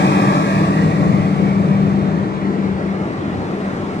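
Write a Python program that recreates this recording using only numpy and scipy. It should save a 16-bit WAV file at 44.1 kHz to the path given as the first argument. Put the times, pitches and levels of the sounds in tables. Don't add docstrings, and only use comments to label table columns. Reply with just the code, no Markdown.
import sys
import numpy as np
from scipy import signal
from scipy.fft import rfft, irfft
from scipy.io import wavfile
from scipy.ndimage import uniform_filter1d

SR = 44100
rng = np.random.default_rng(int(sys.argv[2]) if len(sys.argv) > 2 else 0)


def pcm_store(signal):
    levels = np.round(np.clip(np.atleast_2d(signal), -1, 1) * 32767)
    wavfile.write(sys.argv[1], SR, levels.astype(np.int16).T)


N = 176400
FRAME, HOP = 1024, 256
TIME = np.arange(N) / SR
FRAME_S, BIN_HZ = np.arange(N // HOP + 5) * HOP / SR, np.fft.rfftfreq(FRAME, 1 / SR)
PADDED_HZ = np.fft.rfftfreq(2 * N, 1 / SR)

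# (time [s], relative level [dB])
BOOM_LEVEL = [(0, -16.5), (.12, -17.5), (.29, -17), (.39, -17), (.49, -21.5), (.6, -15), (.74, -18.5),
              (.85, -12.5), (.97, -17.5), (1.03, -13), (1.1, -14), (1.2, -14.5), (1.29, -18), (1.45, -16),
              (1.53, -19.5), (1.71, -14.5), (1.77, -18.5), (1.88, -15), (1.96, -21), (2.17, -19),
              (2.32, -26.5), (2.5, -24.5), (2.8, -27), (3.3, -29.5), (4, -30.5)]
# (frequency [Hz], relative level [dB])
BOOM_SPECTRUM = [(30, -97), (60, -57.5), (88, -53.5), (102, -42), (135, -38), (164, -27), (188, -40),
                 (240, -50), (295, -40.5), (350, -57.5), (450, -50), (700, -64), (1500, -100), (5000, -160)]
# (time [s], left minus right [dB])
DUCT_BALANCE = [(0, 1), (.6, -0.5), (1.05, 3.5), (1.8, 2.5), (2.35, 4.5), (2.8, 3.5), (3.2, -0.5), (4, 0)]
# (time [s], level [dB])
HUM_LEVEL = [(0, -21), (.4, -21), (.95, -22.5), (1.25, -20), (1.8, -16.5), (2.1, -21), (2.35, -25.5),
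             (2.7, -23), (3, -28), (3.2, -27.5), (3.6, -29.5), (4, -28.5)]
# (multiple [1], gain [dB])
HUM_HARMONICS = [(1, 1), (2, -24.5), (3, -21.5)]
# (time [s], gain [dB])
RUSH_FADE = [(0, 2.5), (.5, -0.5), (1, -5.5), (1.5, -9.5), (2, -13), (2.5, -25.5), (4, -60)]
# (frequency [Hz], level [dB/Hz])
RUSH_SPECTRUM = [(30, -100.5), (100, -81), (280, -52.5), (400, -56.5), (500, -56.5), (600, -49.5),
                 (800, -53), (1000, -54), (1300, -60), (1500, -66), (1750, -64), (2200, -67), (2650, -66.5),
                 (2950, -70.5), (3700, -72.5), (5500, -77), (8200, -81.5), (10000, -88), (13000, -96),
                 (15000, -103)]
# (frequency [Hz], power share [0-1])
RUSH_DIRECT_SHARE = [(200, 0.51), (500, 0.73), (1100, 0.83), (2500, 0.7), (4000, 0.22), (6000, 0),
                     (9000, 0.1), (14000, 0.2)]
# (start [Hz], climb [Hz/s], width [Hz], gain [dB], gone by [s])
RUSH_SWEEPS = [(664, 190, 82, -7.5, 1.26), (750, 120, 58, 3.5, 1.1), (1476, 74, 130, -12.5, 1.4),
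               (1494, 460, 220, 7.5, 2.0), (2870, 340, 230, -13, 1.3)]
# (frequency [Hz], width [Hz], gain [dB])
OUTLET_MODES = [(1120, 70, 5), (1173, 97, 7), (1258, 100, 4), (1610, 100, 2), (1865, 80, 3.5),
                (1960, 83, 3.5), (2200, 93, 4), (2325, 110, 6), (2476, 80, 9)]
# (time [s], gain [dB])
DRONE_GAIN = [(0, 3), (.35, -1.5), (.8, 1.5), (1, -2.5), (1.35, -11), (1.47, -14.5), (2.1, -6.5),
              (2.4, -33), (4, -36)]
# (frequency [Hz], level [dB/Hz])
DRONE_SPECTRUM = [(100, -115), (200, -70), (250, -67), (275, -42), (303, -41), (340, -50), (450, -81),
                  (1500, -150)]
# (time [s], gain [dB])
ROAR_GAIN = [(0, 0), (1.5, 0), (2.3, 1.1), (2.7, 1.2), (3.65, 1.2), (4, 0)]
# (frequency [Hz], level [dB/Hz])
ROAR_SPECTRUM = [(10, -110), (25, -84), (50, -74.5), (64, -64.5), (76, -50), (86, -56), (100, -50),
                 (135, -58.5), (190, -48), (250, -51), (320, -50.5), (385, -50.5), (450, -54.5),
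                 (505, -59.5), (600, -58), (790, -61.5), (890, -62.5), (1300, -65), (1600, -69),
                 (2000, -69), (3000, -81.5), (3900, -82.5), (5000, -88.5), (8000, -96), (10000, -103.5),
                 (12000, -114), (15000, -127)]
# (time [s], gain [dB])
HISS_GAIN = [(0, -3), (2.8, -14), (3.3, -5.5), (3.7, -0.5), (4, -0.5)]
# (frequency [Hz], level [dB/Hz])
HISS_SPECTRUM = [(400, -67), (1400, -71.5), (2500, -77), (4000, -89.5), (8000, -93.5), (10000, -102),
                 (13000, -109), (15000, -118)]
# (frequency [Hz], power share [0-1])
WHEEL_DIRECT_SHARE = [(200, 0.38), (500, 0.69), (1100, 0.64), (2500, 0.43), (4000, 0.48), (8000, .08)]
# (frequency [Hz], relative level [dB])
WHINE_TONES = [(324, -39), (1160, -41), (1330, -45.5), (1631, -36.5)]
# (frequency [Hz], width [Hz], gain [dB])
GAP_MODES = [(603, 27, 0.5), (768, 43, 2), (1165, 48, 1), (1337, 43, 4.5), (2000, 96, 0), (2070, 74, -1)]
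# (time [s], lead of the left microphone in the treble [ms])
LEFT_LEAD = [(0, 0.51), (1, 0.5), (2.3, 0.45), (3, 0.34), (4, 0.33)]
# (frequency [Hz], share of that lead [0-1])
LEAD_BY_BAND = [(300, 0.93), (450, 0.72), (620, 0.68), (1000, 0.77), (2000, 1)]
# (frequency [Hz], left minus right [dB])
BAND_BALANCE = [(80, 2.5), (200, 2.5), (280, 5), (360, 1.5), (500, 7.5), (700, 1), (1100, 2.2),
                (1450, -1.5), (2600, -0.5), (4500, .5), (8500, .5), (10500, 2.5), (13000, 1.5)]


def duct_boom(smooth_s=0.06, trim_db=-1.5):
    boom = station_noise(BOOM_SPECTRUM, gain_db=0, direct=0.28)
    window = int(smooth_s * SR)
    power = uniform_filter1d(uniform_filter1d((boom ** 2).mean(0), window), window)
    surges = amp(trim_db + curve(BOOM_LEVEL, TIME))
    return boom / np.sqrt(power) * surges * pan(curve(DUCT_BALANCE, TIME))


def blower_hum(blade_hz=196.7, doppler_hz=1.7, waver_hz=0.45, flutter_db=1.6, lead_ms=0.13):
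    receding = np.clip((TIME - 1.5) / (2.6 - 1.5), 0, 1)
    cycles = np.cumsum(blade_hz - doppler_hz * receding + waver_hz * wander(7.5)) / SR
    phase = 2 * np.pi * np.array([cycles, cycles - blade_hz * lead_ms / 1000])
    tone = sum(amp(db + flutter_db * wander(18)) * np.sin(round(k) * phase) for k, db in HUM_HARMONICS)
    balance_db = 1.84 * curve(DUCT_BALANCE, TIME)
    return np.sqrt(2) * tone * amp(curve(HUM_LEVEL, TIME)) * pan(balance_db)


def air_rush(beaming=0.13, sweep_fade_s=0.34, whistle_db=5):
    t = FRAME_S[:, None]
    fade = curve(RUSH_FADE, t) * (1 + beaming * BIN_HZ / 10000)
    sweeps = sum(db * bell(BIN_HZ, hz + climb * t, width) * np.clip((end - t) / sweep_fade_s, 0, 1)
                 for hz, climb, width, db, end in RUSH_SWEEPS)
    passing = np.exp(-((t - 1.75) / 0.3) ** 2)
    whistle = whistle_db * bell(BIN_HZ, centre_hz=1330, width_hz=200) * passing
    gain_db = fade + sweeps + whistle + eddies(patch_db=1.8)
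    rush = station_noise(RUSH_SPECTRUM, gain_db, across(RUSH_DIRECT_SHARE, BIN_HZ))
    return resonate(rush, OUTLET_MODES)


def outlet_drone():
    gain_db = curve(DRONE_GAIN, FRAME_S[:, None])
    return station_noise(DRONE_SPECTRUM, gain_db, across(RUSH_DIRECT_SHARE, BIN_HZ))


def running_gear(patch_db=1.7):
    t = FRAME_S[:, None]
    direct = across(WHEEL_DIRECT_SHARE, BIN_HZ)
    roar = station_noise(ROAR_SPECTRUM, curve(ROAR_GAIN, t) + eddies(patch_db), direct)
    hiss = station_noise(HISS_SPECTRUM, curve(HISS_GAIN, t) + eddies(patch_db), direct)
    return roar + hiss


def auxiliary_whines(waver=0.0045, flutter_db=3, fade_ratio=1.6):
    whines = np.zeros((2, N))
    lag_s = curve(LEFT_LEAD, TIME) / 1000
    for hz, db in WHINE_TONES:
        cycles = np.cumsum(hz * (1 + waver * wander(20))) / SR
        phase = 2 * np.pi * np.array([cycles, cycles - hz * lag_s])
        whines += amp(db + flutter_db * wander(9)) * np.sin(phase)
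    return whines * amp(fade_ratio * curve(RUSH_FADE, TIME))


def station_noise(spectrum, gain_db, direct, spacing_ms=0.61):
    shape = (3, len(FRAME_S), len(BIN_HZ))
    source, diffuse, separate = rng.standard_normal(shape) + 1j * rng.standard_normal(shape)
    lag_s = across(LEAD_BY_BAND, BIN_HZ) * curve(LEFT_LEAD, FRAME_S[:, None]) / 1000
    straight = np.array([source, source * np.exp(-2j * np.pi * BIN_HZ * lag_s)])
    coherence = np.sinc(2 * BIN_HZ * spacing_ms / 1000)
    scattered = np.array([diffuse, coherence * diffuse + np.sqrt(1 - coherence ** 2) * separate])
    frames = (np.sqrt(direct) * straight + np.sqrt(1 - direct) * scattered) * amp(gain_db)
    noise = signal.istft(frames, nperseg=FRAME, noverlap=FRAME - HOP, time_axis=1, freq_axis=2)[1]
    colour = amp(across(spectrum, np.fft.rfftfreq(noise.shape[1], 1 / SR)))
    return irfft(rfft(noise) * colour)[:, :N] * np.sqrt(1.5 * SR / FRAME)


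def eddies(patch_db, flicker_db=0.22, frames=16, bins=4):
    patches = rng.standard_normal((len(FRAME_S), len(BIN_HZ)))
    patches = uniform_filter1d(uniform_filter1d(patches, frames, axis=0), bins, axis=1)
    return patch_db * patches / patches.std() + flicker_db * wander(30, FRAME_S)[:, None]


def resonate(sound, modes):
    peaks_db = sum(db * bell(PADDED_HZ, hz, width) for hz, width, db in modes)
    return equalise(sound, amp(peaks_db))


def equalise(sound, gains):
    return irfft(rfft(sound, 2 * N) * gains)[:, :N]


def pan(balance_db):
    gains = amp(np.array([balance_db, -balance_db]) / 2)
    return gains / np.sqrt((gains ** 2).mean(0))


def wander(top_hz, t=TIME):
    hz = top_hz * np.geomspace(0.1, 1, num=20)
    drift = np.sin(2 * np.pi * (hz[:, None] * t + rng.random((len(hz), 1)))).sum(0)
    return drift / np.sqrt(len(hz) / 2)


def bell(hz, centre_hz, width_hz):
    return np.exp(-2 * ((hz - centre_hz) / width_hz) ** 2)


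def curve(table, t):
    return np.interp(t, *np.transpose(table))


def across(table, hz):
    table_hz, values = np.transpose(table)
    return np.interp(np.log(hz + 1), np.log(table_hz), values)


def amp(db):
    return 10 ** (np.asarray(db) / 20)


def scene():
    blowers = blower_hum() + duct_boom()
    through_gap = resonate(air_rush() + running_gear(), GAP_MODES)
    train_side = through_gap + outlet_drone() + auxiliary_whines()
    return blowers + equalise(train_side, pan(across(BAND_BALANCE, PADDED_HZ)))


def record(dry):
    lowpass = signal.firwin(511, cutoff=15100, window=("kaiser", 9), fs=SR)
    return signal.oaconvolve(dry, lowpass[None], "same")


dry = scene()
out = record(dry)
pcm_store(out)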